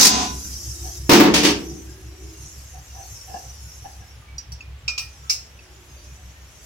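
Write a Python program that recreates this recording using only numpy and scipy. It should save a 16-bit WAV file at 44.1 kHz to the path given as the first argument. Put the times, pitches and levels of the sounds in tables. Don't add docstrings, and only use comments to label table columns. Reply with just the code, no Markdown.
import sys
import numpy as np
from scipy import signal
from scipy.fft import rfft, irfft, next_fast_len
from scipy.io import wavfile
from scipy.ndimage import uniform_filter1d, minimum_filter1d, map_coordinates

SR = 44100
rng = np.random.default_rng(int(sys.argv[2]) if len(sys.argv) > 2 else 0)


def transcribe(u):
    v = np.clip(np.atleast_2d(u).T, -1, 1)
    q = np.round(v * 32767).astype(np.int16)
    wavfile.write(sys.argv[1], SR, q)


N = 293265
TIME = np.arange(N) / SR
AGE = np.arange(SR) / SR


def amp(db):
    return 10 ** (np.asarray(db) / 20)


def unit(x):
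    return x / np.sqrt(np.mean(x ** 2) + 1e-20)


def along(points, hz):
    f, v = np.transpose(points)
    return np.interp(np.log(hz + 1), np.log(f + 1), v)


def curve(rows, t):
    return np.interp(t, *np.transpose(rows))


def wobble(rate):
    knots = rng.standard_normal(400)
    return map_coordinates(knots, [TIME * rate], mode="wrap")


def fade(t60):
    return np.exp(-np.log(1000) * AGE / t60)


def add(track, s, sound):
    at = round(s * SR)
    part = sound[:, max(-at, 0):max(N - at, 0)]
    track[:, max(at, 0):][:, :part.shape[1]] += part


# frequency in Hz, left-right correlation from 0 to 1.
STEREO_LIKENESS = [(100, 0.92), (300, 0.92), (550, 0.6), (1000, 0.25), (15000, 0)]


def noise(spectrum, size):
    m = next_fast_len(size)
    hz = np.fft.rfftfreq(m, 1 / SR)
    turn = np.arccos(np.clip(along(STEREO_LIKENESS, hz), -1, 1)) / 2
    white = rfft(rng.standard_normal((2, m)))
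    mid, side = irfft(white * amp(along(spectrum, hz)) * [np.cos(turn), np.sin(turn)], m)
    return unit(np.array([mid + side, mid - side])[:, :size])


def clang(spectrum, t60, attack_s=0.003):
    attack = 1 - np.exp(-AGE / attack_s)
    return noise(spectrum, SR) * fade(t60) * attack


def ring(modes, scatter_db):
    out = np.zeros((2, SR))
    for (hz, db, t60), (size, lag) in zip(modes, rng.standard_normal((len(modes), 2))):
        apart = np.array([[1], [-1]]) * lag * min(hz / 1500, 1)
        out += amp(db + scatter_db * size) * fade(t60) * np.sin(2 * np.pi * hz * AGE + apart)
    return out * (1 - np.exp(-AGE / 0.002))


# frequency in Hz, decay time t60 in seconds.
WORKSHOP_DECAY = [(150, 1), (330, 1), (600, 0.41), (2500, 0.33), (6000, 0.28), (10000, 0.088),
                  (15000, 0.054)]


def shop(hit, wet_db):
    hz, t, z = signal.stft(noise([(1, 0), (SR, 0)], SR), SR, nperseg=256)
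    decay = np.exp(-np.log(1000) * t / along(WORKSHOP_DECAY, hz)[:, None])
    tail = signal.istft(z * decay, SR, nperseg=256)[1][:, :SR]
    tail = tail * (1 - np.exp(-AGE / 0.0034))
    answer = signal.fftconvolve(hit, tail / np.linalg.norm(tail[0]), axes=1)[:, :SR]
    return hit + amp(wet_db) * answer


# frequency in Hz, relative level in dB.
DISC_MODES = [(866.7, -43), (1007, -31), (1464, -43), (2471, -41), (2805, -40), (3472, -41), (3666, -39),
              (3795, -37), (4081, -41), (4565, -36), (4829, -35), (5588, -34), (5792, -39), (5857, -38),
              (6078, -33), (6385, -29), (6487, -39), (6589, -38), (6815, -41), (6993, -44), (7257, -46),
              (7854, -42), (8032, -47), (8791, -47)]
# frequency in Hz, relative density in dB per Hz.
CRASH_SPECTRUM = [(120, -23), (200, -7.5), (700, -15), (1500, -14), (3000, -12.5), (4600, -4), (6400, -1.5),
                  (7500, -8.5), (9000, -13), (15500, -18.5)]
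# frequency in Hz, relative density in dB per Hz.
EXHAUST_SPECTRUM = [(59, -49.5), (100, -60), (264, 7), (420, -42), (742, 3.5), (917, -13.5), (1020, -2.5),
                    (1310, -14.5), (1660, -14.5), (6390, -7.5), (15500, -49)]
BLOW_RATE, LAST_BLOW_S, BLOW_DB = 52, .066, 4.5
DISC_SCATTER_DB = 1.5
CHOKE_S, CHOKE_DB_PER_S = 0.32, 128
AIR_DB, TRIGGER_OFF_S, AIR_FALL_DB_PER_S = -23, 0.23, 167


def wrench(count=8, jitter_s=.001, blow_t60=0.11, disc_db=19, disc_t60=1.02, damping=0.35, build_s=0.024,
           wet_db=-12, disc_wet_db=-17):
    out = np.zeros((2, N))
    blow_times = LAST_BLOW_S - np.arange(count) / BLOW_RATE + jitter_s * rng.standard_normal(count)
    for s in blow_times:
        add(out, s, amp(BLOW_DB) * shop(clang(CRASH_SPECTRUM, blow_t60), wet_db))
    lowest_hz = DISC_MODES[0][0]
    disc = [(hz, db, disc_t60 * (hz / lowest_hz) ** -damping) for hz, db in DISC_MODES]
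    ringing = shop(ring(disc, DISC_SCATTER_DB), disc_wet_db)
    choke_db = CHOKE_DB_PER_S * np.maximum(AGE - CHOKE_S, 0)
    build = 1 - np.exp(-AGE / build_s)
    add(out, 0, amp(disc_db - choke_db) * build * ringing)
    air_db = AIR_DB - AIR_FALL_DB_PER_S * np.maximum(TIME - TRIGGER_OFF_S, 0)
    return out + amp(air_db) * noise(EXHAUST_SPECTRUM, N)


# start in seconds, relative weight in dB, relative clank in dB, loss per bounce in dB.
TOOL_DROPS = [(1.093, -3.5, -13, 0.5), (1.128, 1, -2.5, 11), (1.198, -2, -36, 6), (1.338, -14.5, -10.5, 4),
              (1.43, -18, -16.5, 2), (1.446, -13, -12, 8)]
# frequency in Hz, relative level in dB, decay time t60 in seconds.
DECK_MODES = [(162, -15, .35), (189, -14, .4), (219, -10, .45), (283, -3, .28), (297, -1, .4),
              (323, -5, .55), (349, -4, .5), (411, -11, .45), (452, -11, .35), (561, -11, .35),
              (740, -11, .3), (922, -14, .24), (1215, -17, .28)]
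# frequency in Hz, relative density in dB per Hz.
KNOCK_SPECTRUM = [(70, -49), (140, 2), (330, 3), (550, -0.5), (1000, 2), (2000, -3.5), (5000, -8),
                  (9000, -19), (12500, -19), (15500, -11)]
# frequency in Hz, relative density in dB per Hz.
CLANK_SPECTRUM = [(300, -29), (1500, -13.5), (2700, -3.5), (4000, -7.5), (5500, -4.5), (7000, -12),
                  (9000, -16.5), (13000, -23), (15000, -45)]


def landing(boom_db=-5, knock_db=-1.0, knock_t60=0.12, clank_t60=.15, casing_db=-18, casing_t60=0.18, count=40,
            wet_db=-5):
    out = np.zeros((2, N))
    pitches = rng.uniform(1800, 6600, count)
    casing = amp(casing_db) * ring([(hz, 0, casing_t60) for hz in pitches], scatter_db=1.0)
    for start, weight, clank, loss_db in TOOL_DROPS:
        for s, db in chatter(start, loss_db):
            knock = amp(weight + knock_db) * clang(KNOCK_SPECTRUM, knock_t60)
            contact = knock + amp(clank) * clang(CLANK_SPECTRUM, clank_t60)
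            boom = amp(weight + boom_db) * ring(DECK_MODES, scatter_db=4.0)
            add(out, s, amp(db) * (shop(contact, wet_db) + amp(clank) * casing + boom))
    return out


BOUNCE_GAP_S, BOUNCE_SCATTER_S = .018, .002


def chatter(s, loss_db, count=5):
    gaps = BOUNCE_GAP_S + BOUNCE_SCATTER_S * rng.standard_normal(count - 1)
    times = s + np.append(0, np.cumsum(gaps))
    return zip(times, -loss_db * np.arange(count))


# frequency in Hz, relative density in dB per Hz.
TICK_SPECTRUM = [(2000, -23), (8000, 19), (12000, 13), (15500, 15)]


def clinks(taps, modes, spectrum, clash_t60, tick_db, tick_t60, bounce_s, bounce_db, right_db, wet_db):
    out = np.zeros((2, N))
    for s, strength_db, sharp_db in taps:
        for delay, db in [(0, strength_db), (bounce_s, strength_db + bounce_db)]:
            clash = amp(sharp_db) * clang(spectrum, clash_t60, attack_s=0.0017)
            tick = amp(tick_db + 2 * sharp_db) * clang(TICK_SPECTRUM, tick_t60)
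            add(out, s + delay, amp(db) * (shop(clash + tick, wet_db) + ring(modes, scatter_db=4.5)))
    return out * amp([[-right_db], [right_db]])


# frequency in Hz, relative density in dB per Hz.
BRIGHT_SPECTRUM = [(500, -27), (1250, -22.5), (1700, -20), (2500, -5), (3300, -14), (4600, 0.5),
                   (5300, 9.5), (5900, 7), (6700, -6), (7800, -16), (9500, -44)]
# start in seconds, relative strength in dB, sharpness in dB.
WASHER_TAPS = [(4.381, -32.5, -6), (4.519, -39, -1)]
# frequency in Hz, relative level in dB, decay time t60 in seconds.
WASHER_MODES = [(4630, 5.5, 0.055), (5170, -10.5, 0.097), (5710, 7.5, 0.09), (7300, -7, 0.076)]


def washer_pings():
    return clinks(WASHER_TAPS, WASHER_MODES, BRIGHT_SPECTRUM, clash_t60=0.17, tick_db=0, tick_t60=0.072,
                  bounce_s=.007, bounce_db=-19, right_db=2, wet_db=-7)


# start in seconds, relative strength in dB, sharpness in dB.
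BOLT_TAPS = [(4.607, -43.5, -25), (4.879, -23.5, 4), (4.978, -32.5, 13.5), (5.59, -51.5, -6)]
# frequency in Hz, relative level in dB, decay time t60 in seconds.
BOLT_MODES = [(1312, -21, 0.36), (2434, -2, 0.29), (2630, 15, 0.032), (4620, 6, 0.048), (5400, -9, 0.072),
              (5000, -12, 0.28), (5260, -14, 0.11), (5470, -6, 0.11), (5250, -16, 0.11), (5640, -20, 0.25),
              (6670, -4, 0.041), (7820, -23, .15)]
# frequency in Hz, relative density in dB per Hz.
BOLT_SPECTRUM = [(400, -33), (800, -14), (1300, -11.5), (1900, -21), (2600, 4), (3400, -9.5), (4500, 1.5),
                 (5300, 7.5), (5900, 5), (6800, -10.5), (7800, -6.5), (10000, -48)]


def bolt_taps():
    return clinks(BOLT_TAPS, BOLT_MODES, BOLT_SPECTRUM, clash_t60=0.11, tick_db=-31.5, tick_t60=0.29,
                  bounce_s=.016, bounce_db=-10.5, right_db=1.1, wet_db=-9)


# start in seconds, relative strength in dB, sharpness in dB.
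BRACKET_TAPS = [(5.296, -20.5, 7)]
# frequency in Hz, relative level in dB, decay time t60 in seconds.
BRACKET_MODES = [(1205, -21, 0.27), (2284, -6, 0.13), (2750, -14.5, 0.27), (3300, -22, 0.18),
                 (3840, -12, 0.16), (4150, -20, 0.32), (5000, -13, 0.31), (4870, 0, 0.11), (5400, -24, 0.6),
                 (6000, -9, 0.19), (6900, -4.5, 0.31), (7607, -17, 0.32), (8166, -20, 0.2)]


def bracket_knock():
    return clinks(BRACKET_TAPS, BRACKET_MODES, BRIGHT_SPECTRUM, clash_t60=0.12, tick_db=-20.5, tick_t60=0.22,
                  bounce_s=0.0095, bounce_db=-12, right_db=0.3, wet_db=-6.5)


def swells(rows, body, wet_db):
    out = np.zeros((2, N))
    for s, db, width in rows:
        rise_s = 3 * width
        swell = np.exp(-((AGE - rise_s) / width) ** 2 / 2)
        add(out, s - rise_s, amp(db) * shop(swell * noise(body, SR), wet_db))
    return out


# peak time in seconds, level in dB, bell width (sigma) in seconds.
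RUB_STROKES = [(0.876, -39, 0.019), (2.77, -46, 0.018), (3, -41, 0.03), (3.305, -37.5, 0.014),
               (3.347, -29, 0.006), (3.366, -31, .012), (3.86, -33, 0.0081), (4.024, -49.5, 0.011)]
# frequency in Hz, relative density in dB per Hz.
RUB_SPECTRUM = [(300, -19), (490, -12.5), (620, -16), (750, 10), (880, -13), (1100, -20.5), (1450, -34),
                (1720, -10), (2100, -73), (2700, -16), (5000, -98)]


def rubs():
    return swells(RUB_STROKES, RUB_SPECTRUM, wet_db=-11.5)


# peak time in seconds, level in dB, bell width (sigma) in seconds.
DECK_SWELLS = [(.83, -55.5, 0.18), (1.69, -46.5, 0.075), (2.13, -55, .15), (5.75, -64.5, .15)]
# frequency in Hz, relative density in dB per Hz.
DECK_SWELL_SPECTRUM = [(150, -60), (250, -32), (310, 1.5), (355, 3), (430, -11.5), (560, -103), (740, -8),
                       (1000, -67), (3000, -57)]


def deck_swells():
    return swells(DECK_SWELLS, DECK_SWELL_SPECTRUM, wet_db=-1.5)


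# time in seconds, level in dB.
LEAK_LEVELS = [(.4, -35), (.95, -36), (1.08, -43), (1.7, -44), (2.1, -52), (2.45, -43.5), (2.8, -48),
               (3.15, -42), (3.55, -44.5), (3.95, -49), (4.3, -61.5), (4.75, -67), (5.15, -51.5),
               (5.6, -57), (6.05, -51), (6.4, -56), (6.65, -47.5)]
# frequency in Hz, relative density in dB per Hz.
LEAK_SPECTRUM = [(3000, -19), (4600, -6), (5600, 5), (6500, 3), (7500, -3), (9000, -11), (11500, -5.5),
                 (15500, -20)]
JET_PATCHY_DB = 6.5


def leak(unsteady_db=0.57):
    z = signal.stft(noise(LEAK_SPECTRUM, N), nperseg=512)[2]
    patches = unit(uniform_filter1d(rng.standard_normal(z.shape[1:]), size=14, axis=1))
    jet = unit(signal.istft(z * amp(JET_PATCHY_DB * patches), nperseg=512)[1][:, :N])
    level_db = curve(LEAK_LEVELS, TIME) + unsteady_db * wobble(52)
    return amp(level_db) * jet


def fumbling(count=70, level_db=-56, centre_hz=1800, spread=0.65, t60=0.15, wet_db=-3):
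    out = np.zeros((2, N))
    for s, (pitch, shift) in zip(np.linspace(1.8, 6.4, count), rng.standard_normal((count, 2))):
        tick = ring([(centre_hz * np.exp(spread * pitch), level_db, t60)], scatter_db=5)
        add(out, s + 0.068 * shift, shop(tick, wet_db))
    return out


# time in seconds, level in dB.
MOTOR_LEVELS = [(0, -36.5), (1, -35.5), (1.8, -40), (3, -43.5), (4.2, -44.5), (4.7, -40), (5.6, -51.5),
                (6.2, -41.5), (6.65, -51.5)]
# frequency in Hz, relative density in dB per Hz.
RUMBLE_SPECTRUM = [(25, -3.5), (60, -8), (110, 11.5), (165, 1.5), (210, -15), (400, -43)]
MOTOR_HZ, BEAT_HZ, MAINS_HZ = 64.95, 5.72, 100
IN_STEP_S = .16


def machine(upper_db=2.3, drift=0.33, waver_db=1.3, rumble_db=-7, rumble_power=2.1, mains_db=-13):
    apart = np.pi * BEAT_HZ * (TIME - IN_STEP_S)
    turn = 2 * np.pi * (MOTOR_HZ * TIME + rng.random())
    lower = np.sin(turn - apart + drift * wobble(2.9))
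    upper = np.sin(turn + apart + drift * wobble(2.4))
    hum = unit(lower + amp(upper_db) * upper)
    rumble = unit(np.abs(np.cos(apart)) ** rumble_power * noise(RUMBLE_SPECTRUM, N))
    mains = unit(np.sin(2 * np.pi * MAINS_HZ * TIME))
    level_db = curve(MOTOR_LEVELS, TIME) + waver_db * wobble(6.7)
    return amp(level_db) * (hum + amp(rumble_db) * rumble + amp(mains_db) * mains)


# frequency in Hz, relative density in dB per Hz.
AIR_SPECTRUM = [(15, -65), (25, -44), (46, -6), (66, -2), (110, -15), (240, -21), (349, -22), (1200, -24),
                (2770, -24), (3090, -25), (9300, -41), (15500, -43.5)]


def workshop_air(floor_db=-49):
    return amp(floor_db + 0.1 * wobble(1.9)) * noise(AIR_SPECTRUM, N)


def scene(left_db=0.07):
    deck = (landing() + deck_swells()) * amp([[left_db], [-left_db]])
    parts = washer_pings() + bolt_taps() + bracket_knock() + rubs() + fumbling()
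    return wrench() + deck + parts + leak() + machine() + workshop_air()


TOP_HZ = 15900


def record(dry, ceiling_db=2.5, release_db_per_s=110, hardness=5):
    over_db = np.maximum(20 * np.log10(np.abs(dry).max(0) + 1e-9) - ceiling_db, 0)
    release_db = release_db_per_s * TIME
    duck_db = np.maximum.accumulate(over_db + release_db) - release_db
    gain = uniform_filter1d(minimum_filter1d(amp(-duck_db), size=45), size=45)
    limited = dry * gain
    rounded = limited / (1 + np.abs(limited) ** hardness) ** (1 / hardness)
    m = next_fast_len(N + SR // 2)
    in_band = np.fft.rfftfreq(m, 1 / SR) < TOP_HZ
    return irfft(rfft(rounded, m) * in_band, m)[:, :N]


dry = scene()
out = record(dry)
transcribe(out)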